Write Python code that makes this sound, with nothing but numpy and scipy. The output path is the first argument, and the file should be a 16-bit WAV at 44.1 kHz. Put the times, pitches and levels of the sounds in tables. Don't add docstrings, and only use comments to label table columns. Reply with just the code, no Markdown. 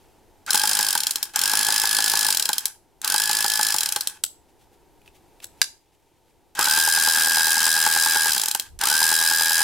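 import sys
import numpy as np
from scipy import signal
from scipy.fft import rfft, irfft
from scipy.io import wavfile
from scipy.ndimage import uniform_filter1d, minimum_filter1d

SR = 44100
rng = np.random.default_rng(int(sys.argv[2]) if len(sys.argv) > 2 else 0)


def persist_wave(psi):
    counts = np.round(np.clip(psi, -1, 1) * 32767).astype(np.int16)
    wavfile.write(sys.argv[1], SR, np.atleast_2d(counts).T)


N = 424679
TIME = np.arange(N) / SR
FFT_SIZE, CUTOFF_HZ = 2 ** 13, 15900
HZ = np.maximum(np.arange(FFT_SIZE // 2 + 1) * SR / FFT_SIZE, 1)


def from_db(db):
    return np.exp(np.asarray(db) * (np.log(10) / 20))


def gain_by_hz(points):
    hz, db = np.transpose(points)
    return from_db(np.interp(np.log(HZ), np.log(hz), db))


def drift(rate_hz):
    knots = rng.standard_normal(int(N / SR * 400) + 2)
    return np.interp(TIME * rate_hz, np.arange(len(knots)), knots)


def body(spectrum, peaks=()):
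    gain = gain_by_hz(spectrum) / (1 + (HZ / (CUTOFF_HZ + 1000)) ** 60)
    for hz, width_hz, lift_db in peaks:
        gain *= np.sqrt(1 + (from_db(lift_db) ** 2 - 1) / (1 + (2 * (HZ - hz) / width_hz) ** 2))
    return gain / np.sqrt(np.mean(gain ** 2))


def causal(gain):
    cepstrum = irfft(np.log(gain + 1e-5))
    log_spectrum = rfft(2 * cepstrum[:FFT_SIZE // 2], FFT_SIZE) - cepstrum[0]
    return irfft(np.exp(log_spectrum))[:FFT_SIZE // 2]


def through(x, gain):
    return signal.oaconvolve(x, causal(gain))[:N]


def strike(rows, boost_db, gain):
    impacts = np.zeros(N)
    for start_s, db, *_ in rows:
        impacts[int(start_s * SR)] = from_db(db + boost_db)
    return through(impacts, gain)


def blows(rows, t60_s):
    power, age = np.zeros(N + SR), np.arange(SR // 8) / SR
    for start_s, db, hold_s in rows:
        at = max(int(start_s * SR), 0)
        power[at:at + len(age)] += from_db(db - 60 * np.maximum(age - hold_s, 0) / t60_s) ** 2
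    return np.sqrt(power[:N])


def swell(centre_s, level_db, half_width_s):
    return from_db(level_db) * np.exp(-np.minimum(((TIME - centre_s) / half_width_s) ** 2, 20))


# freq_hz, side_minus_mid_db
STEREO_WIDTH = [(50, -2), (250, -4.5), (700, -12.5), (1600, -21), (2800, -14), (5500, -9.5), (10000, -2.5),
                (14000, -0.5)]

def excite(force, gain):
    mid = through(force * rng.standard_normal(N), gain)
    side = through(force * rng.standard_normal(N), gain * gain_by_hz(STEREO_WIDTH))
    return np.array([mid + side, mid - side])


# time_s, level_db
FLOOR_LEVEL = [(0, -57), (.5, -58), (2.8, -61.5), (4.3, -60.5), (5, -58.5), (5.6, -56.5), (5.8, -66),
               (6.1, -64), (6.5, -62), (9.63, -60.5)]
# freq_hz, level_db
FLOOR_SPECTRUM = [(20, 2.5), (60, 3.5), (120, -1), (220, -6), (350, 2.5), (600, -6.5), (920, -0.5),
                  (1080, -14), (2000, -17), (5000, -21), (14000, -24), (16000, -33)]

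def background():
    level_db = np.interp(TIME, *np.transpose(FLOOR_LEVEL))
    return excite(from_db(level_db), body(FLOOR_SPECTRUM))


# delay_s, level_db
ECHOES = [(0.0108, -16.5), (0.0253, -20)]
# freq_hz, level_db
TAIL_SPECTRUM = [(100, -9.5), (800, -19), (1600, -18), (3500, -15.5), (8000, -10.5), (12000, -13),
                 (16000, -19.5)]

def room(x, echo_db, t60_s):
    age = np.arange(SR // 3) / SR
    tail = rng.standard_normal((2, len(age))) * from_db(-60 * age / t60_s) * (age > .005)
    tail /= np.sqrt(np.sum(tail ** 2) / 2)
    response = signal.fftconvolve(tail, causal(gain_by_hz(TAIL_SPECTRUM))[None])
    wall = causal(HZ / (HZ + 1500))
    for delay_s, db in ECHOES:
        at = int(delay_s * SR)
        response[:, at:at + len(wall)] += from_db(db + echo_db) * wall
    return signal.oaconvolve(x, response, axes=1)[:, :N]


def grip_rumble():
    force = swell(centre_s=8.745, level_db=-46, half_width_s=.063)
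    return excite(force, body([(20, -6.5), (50, -1.5), (95, -12), (180, -25), (600, -67)]))


# centre_s, level_db, half_width_s
STROKES = [(0, -69, 0.16), (4.498, -65, 0.011), (4.622, -62.5, 0.028), (4.74, -66, .02), (5.07, -64, .022),
           (5.16, -59, 0.018), (5.435, -44.5, .012), (5.603, -62, .04), (5.95, -71, .02), (6.29, -70, .035)]
# freq_hz, level_db
GLOVE_SPECTRUM = [(200, -24.5), (1500, -3.5), (2600, 3), (5000, -3), (11000, -6), (16000, -11)]
# start_s, level_db, hold_s
TAPS = [(5.016, -57, .003), (5.059, -53, 0.0036), (5.0774, -44, .0008), (5.4021, -45, .002)]
# freq_hz, width_hz, lift_db
TAP_PEAKS = [(2600, 400, 11), (3610, 500, 4.5)]

def glove():
    resting = swell(centre_s=5.8, level_db=-73, half_width_s=.7)
    pressure = np.sqrt(resting ** 2 + sum(swell(*stroke) ** 2 for stroke in STROKES))
    rubbing = excite(pressure * from_db(2 * drift(220)), body(GLOVE_SPECTRUM))
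    return rubbing + excite(blows(TAPS, t60_s=.012), body(GLOVE_SPECTRUM, TAP_PEAKS))


# start_s, level_db, hold_s
SNAP = [(5.6159, -6.5, 0.0012)]
# freq_hz, level_db
LEVER_SPECTRUM = [(100, -25.5), (400, -28), (900, -9.5), (1600, -5.5), (2200, -4.5), (3000, -0.5),
                  (4000, 1.5), (5400, 5), (8000, -4.5), (11000, -5.5), (16000, -17)]
# freq_hz, width_hz, lift_db
LEVER_PEAKS = [(1600, 300, 10), (3980, 200, 8), (5000, 500, 2), (7700, 400, 5)]

def lever_snap():
    lever = body(LEVER_SPECTRUM, LEVER_PEAKS)
    return strike(SNAP, boost_db=7.5, gain=lever) + excite(blows(SNAP, t60_s=.019), lever)


# start_s, level_db, hold_s
TICKS = [(.4638, -33, .001), (.5445, -14.5, 0.004), (1.3364, -39, .001), (3.016, -29, 0.0012),
         (4.2368, -16, 0.0033), (5.442, -31, 0.0027), (6.551, -35, 0.00089), (6.556, -38.5, 0.0017),
         (8.7904, -31, 0.00082)]

def slack_ticks():
    return excite(blows(TICKS, t60_s=.015), body(PAWL_SPECTRUM, LEVER_PEAKS))


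# start_s, level_db, hold_s
GROANS = [(.476, -30, 0.026), (1.346, -40, 0.055), (3.036, -35.5, 0.028), (6.575, -32, 0.049),
          (8.81, -28.5, 0.031)]
# freq_hz, level_db
GROAN_SPECTRUM = [(100, -29.5), (500, -14), (900, -8.5), (1250, 2), (1550, 6), (2100, -6.5), (4000, -15),
                  (8000, -24), (16000, -29.5)]
# freq_hz, width_hz, lift_db
GROAN_PEAKS = [(1570, 110, 9.1)]

def gear_groans():
    return excite(blows(GROANS, t60_s=.065), body(GROAN_SPECTRUM, GROAN_PEAKS))


# freq_hz, level_db
HOUSING_SPECTRUM = [(30, -12), (130, -16), (200, -8), (600, -13), (850, 1), (1200, -0.5), (1600, -4.5),
                    (2100, -2.5), (3200, -2), (6000, -1.5), (12000, -10.5), (16000, -22.5)]
# freq_hz, width_hz, lift_db
HOUSING_PEAKS = [(848, 59, 9), (1538, 110, 11), (1664, 77, 11.5), (2574, 60, 8), (3200, 100, 8)]

def gear_grind(runs):
    force = sum(run["grind"] for run in runs) * from_db(3.4 * drift(200))
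    return excite(force, body(HOUSING_SPECTRUM, HOUSING_PEAKS))


# level_db, spread_db
KNOCK_LEVELS = [(-21.5, 0.5), (-23, -2)]
# start_s, level_db, hold_s
CLUNKS = [(0.5446, -19, 0.0026), (3.056, -37, .0034), (6.591, -17.5, 0.011), (8.835, -24.5, 0.0027)]
# freq_hz, level_db
KNOCK_SPECTRUM = [(40, -33), (120, -15.5), (200, -13), (500, -10), (650, -16), (900, -1), (1200, -5.5),
                  (1600, -4.5), (2200, -13.5), (6000, -19.5), (16000, -40.5)]
# freq_hz, width_hz, lift_db
KNOCK_PEAKS = [(832.5, 60, 16.6), (355, 210, 0.44), (1560, 65, 12)]
RATCHET_TEETH, KNOCK_TOOTH = 8, 6

def spool_knocks(runs, lag_s=.003, hold_s=.0057, torque_db=-12, hit_db=22.5, rattle_db=-4.5):
    knocks, teeth_before = list(CLUNKS), 0
    for run in runs:
        level_db, spread_db = KNOCK_LEVELS[run["gear"]]
        count = len(run["drops_s"])
        hit = (teeth_before + np.arange(count)) % RATCHET_TEETH == KNOCK_TOOTH
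        levels_db = level_db + torque_db * run["drop_torque"] + spread_db * rng.standard_normal(count)
        knocks += [(s + lag_s, db, hold_s) for s, db in zip(run["drops_s"][hit], levels_db[hit])]
        teeth_before += count
    housing = body(KNOCK_SPECTRUM, KNOCK_PEAKS)
    rattle = blows(knocks, t60_s=.044) * from_db(rattle_db)
    return strike(knocks, hit_db, housing) + excite(rattle, housing)


MOTOR_TEETH = 28
MESHES_PER_TOOTH = (31.85, 20.05)

def motor_turns(runs):
    meshes = sum(MESHES_PER_TOOTH[run["gear"]] * np.cumsum(run["speed"]) / SR for run in runs)
    return (meshes + .03 * drift(35)) / MOTOR_TEETH


BUZZ_DB = (26, 16)

def motor_buzz(runs, turns, lowpass_hz=504):
    strength = sum(run["grind"] * from_db(BUZZ_DB[run["gear"]]) for run in runs)
    nudges = np.diff(np.floor(turns), prepend=np.floor(turns[0])) * strength
    return through(nudges, body(KNOCK_SPECTRUM, KNOCK_PEAKS) / (1 + (HZ / lowpass_hz) ** 2))


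# rotation_order, level_db
WHINE_PARTIALS = [(26, -16.5), (28, -1), (30, -9.5), (32, -27), (56, -17.5)]
# mesh_hz, level_db
WHINE_RADIATION = [(300, -27.5), (650, -26.5), (850, -0.5), (1050, -11), (1250, -3), (1400, -13), (1520, 0),
                   (1620, 0), (1720, 1.5)]
SIDEBAND_DB = (-6, -.5)

def motor_whine(runs, turns, torque_db=4.5):
    envelope, sideband_gain, tone = np.zeros((3, N))
    for run in runs:
        mesh_hz = MESHES_PER_TOOTH[run["gear"]] * run["speed"]
        radiation_db = np.interp(mesh_hz, *np.transpose(WHINE_RADIATION))
        level_db = run["whine_db"] + torque_db * run["torque"] + radiation_db
        envelope += run["engaged"] * run["drive"] * np.sqrt(run["pace"]) * from_db(level_db)
        sideband_gain += (run["speed"] > 0) * from_db(SIDEBAND_DB[run["gear"]])
    for order, db in WHINE_PARTIALS:
        gain = from_db(db) * (sideband_gain if order % MOTOR_TEETH else 1)
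        tone += gain * np.sin(2 * np.pi * (order * turns + rng.random()))
    return np.sqrt(2) * envelope * tone * from_db(1.3 * drift(130))


# pitch_hz, low_gear_db, high_gear_db
PAWL_MODES = [(4930, -18, -12.5), (5320, -16, -21), (7790, -24, -19), (9930, -23, -14.5), (11130, -28, -21),
              (13520, -30, -23)]

def pawl_ring(drops_s, gear, force, jitter_s=.000012):
    ring, live = np.zeros(N), force > 0
    starts_s = drops_s + jitter_s * rng.standard_normal(len(drops_s))
    last_drop = np.maximum(np.searchsorted(drops_s, TIME[live]) - 1, 0)
    age = TIME[live] - starts_s[last_drop]
    for hz, *levels_db in PAWL_MODES:
        ring[live] += from_db(levels_db[gear]) * np.sin(2 * np.pi * hz * age)
    return np.sqrt(2) * ring * force


def pawl_force(run, slow_db=3, torque_db=2, spread_db=.98, fast_hold_s=.0028, slow_hold_s=.00056):
    slowness = np.interp(run["drops_s"], TIME, 1 - run["pace"])
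    level_scatter, hold_scatter = rng.standard_normal((len(slowness), 2)).T
    db = run["pawl_db"] + slow_db * slowness + torque_db * run["drop_torque"] + spread_db * level_scatter
    hold_s = (fast_hold_s + (slow_hold_s - fast_hold_s) * slowness) * from_db(.6 * hold_scatter)
    return blows(zip(run["drops_s"], db, hold_s), t60_s=.021)


# freq_hz, level_db
PAWL_SPECTRUM = [(100, -24.5), (600, -13.5), (1000, -12.5), (2100, -12), (3200, -2.5), (4000, -2.5),
                 (5200, -1), (6200, -1), (7600, 0.5), (10000, 0), (12000, -3), (14500, -4), (16000, -11.5)]
# freq_hz, width_hz, lift_db
LOW_GEAR_PEAKS = [(3168, 170, 6.9), (4000, 86, 9), (4270, 45, 6), (4840, 260, 8.6), (5340, 180, 7.1),
                  (7100, 150, 3.7), (8330, 67, 2), (9950, 1200, 3.9)]
HIGH_GEAR_PEAKS = [(3956, 91, 9.9), (4170, 47, 1.9), (5000, 200, 11.5), (5900, 38, 3.7), (7470, 340, 3),
                   (8700, 260, 3), (9690, 660, 3.7), (12000, 220, 5.4), (12000, 190, 1.6),
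                   (13500, 190, 2.2)]
SLOW_PEAKS = [(3230, 120, 8), (4100, 160, 8), (5200, 400, 4.5), (7300, 800, 3)]

def ratchet(runs):
    fast = np.zeros((2, N))
    slow, ring = np.zeros((2, N))
    for run in runs:
        force, pace, gear = pawl_force(run), run["pace"], run["gear"]
        fast[gear] += force * pace
        slow += force * np.sqrt(1 - pace ** 2)
        ring += pace * pawl_ring(run["drops_s"], gear, force)
    low_gear = excite(fast[0], body(PAWL_SPECTRUM, LOW_GEAR_PEAKS))
    high_gear = excite(fast[1], body(PAWL_SPECTRUM, HIGH_GEAR_PEAKS))
    return low_gear + high_gear + excite(slow, body(PAWL_SPECTRUM, SLOW_PEAKS)) + ring


# spin_up_s, drag_s
INERTIA = [(.0406, .95), (.0489, .5807)]

def spool_speed(on_s, off_s, top, friction, gear, creep_share=.0217, creep_s=.527):
    spin_up_s, drag_s = INERTIA[gear]
    driven_s = np.clip(TIME - on_s, 0, off_s - on_s)
    coasting_s = np.maximum(TIME - off_s, 0)
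    speed = top * (1 - np.exp(-driven_s / spin_up_s)) * (1 - creep_share * np.exp(-driven_s / creep_s))
    return np.maximum((speed + friction * drag_s) * np.exp(-coasting_s / drag_s) - friction * drag_s, 0)


# on_s, first_tooth_s, off_s, top_teeth_per_s, friction_teeth_per_s2, gear (0 low, 1 high)
RUNS = [(.4615, .5058, .87, 52.69, 84.1, 0), (1.3372, 1.3592, 2.2732, 53.76, 82.0, 0),
        (3.021, 3.0456, 3.7161, 54.08, 82.45, 0), (6.549, 6.591, 8.2935, 81.35, 134.2, 1),
        (8.7889, 8.8127, 9.7, 82.33, 134.2, 1)]
# whine_db, pawl_db, grind_db
RUN_LEVELS = [(-38, -17, -30.5), (-34, -17, -30), (-34, -18, -32), (-25.5, -18, -28.5), (-26, -18, -29.5)]

def reel_runs(unload_s=.019, slack_db=-4.5, coast_db=-2, torque_db=10):
    for (on_s, first_s, off_s, top, friction, gear), levels_db in zip(RUNS, RUN_LEVELS):
        whine_db, pawl_db, grind_db = levels_db
        speed = spool_speed(on_s, off_s, top, friction, gear)
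        teeth = np.cumsum(speed) / SR
        teeth -= teeth[int(first_s * SR)]
        drops_s = np.interp(np.arange(int(teeth[-1]) + 1), teeth, TIME)
        pace = speed / top
        drive = np.exp(-np.maximum(TIME - off_s, 0) / unload_s)
        torque = drive * (1 - pace)
        engaged = from_db(slack_db * (TIME < first_s))
        grind = engaged * pace ** .9 * from_db(grind_db + coast_db * (1.5 - drive) + torque_db * torque)
        yield dict(gear=gear, speed=speed, pace=pace, drive=drive, torque=torque, engaged=engaged,
                   drops_s=drops_s, drop_torque=np.interp(drops_s, TIME, torque),
                   grind=grind, whine_db=whine_db, pawl_db=pawl_db)


def scene():
    runs = list(reel_runs())
    turns = motor_turns(runs)
    motor = motor_whine(runs, turns) + motor_buzz(runs, turns)
    mechanism = ratchet(runs) + spool_knocks(runs) + gear_grind(runs) + gear_groans() + slack_ticks()
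    direct = mechanism + lever_snap() + glove()
    mix = direct + room(direct, echo_db=3.5, t60_s=.26) + motor + grip_rumble() + background()
    return mix * from_db([[.3], [-.3]])


def record(dry, ceiling=1.0, limiter_s=.0008):
    size = int(limiter_s * SR)
    headroom = ceiling / np.maximum(np.abs(dry).max(axis=0), ceiling)
    gain = uniform_filter1d(minimum_filter1d(headroom, size), size)
    return signal.sosfilt(signal.ellip(12, .1, 80, CUTOFF_HZ, fs=SR, output="sos"), dry * gain)


dry = scene()
out = record(dry)
persist_wave(out)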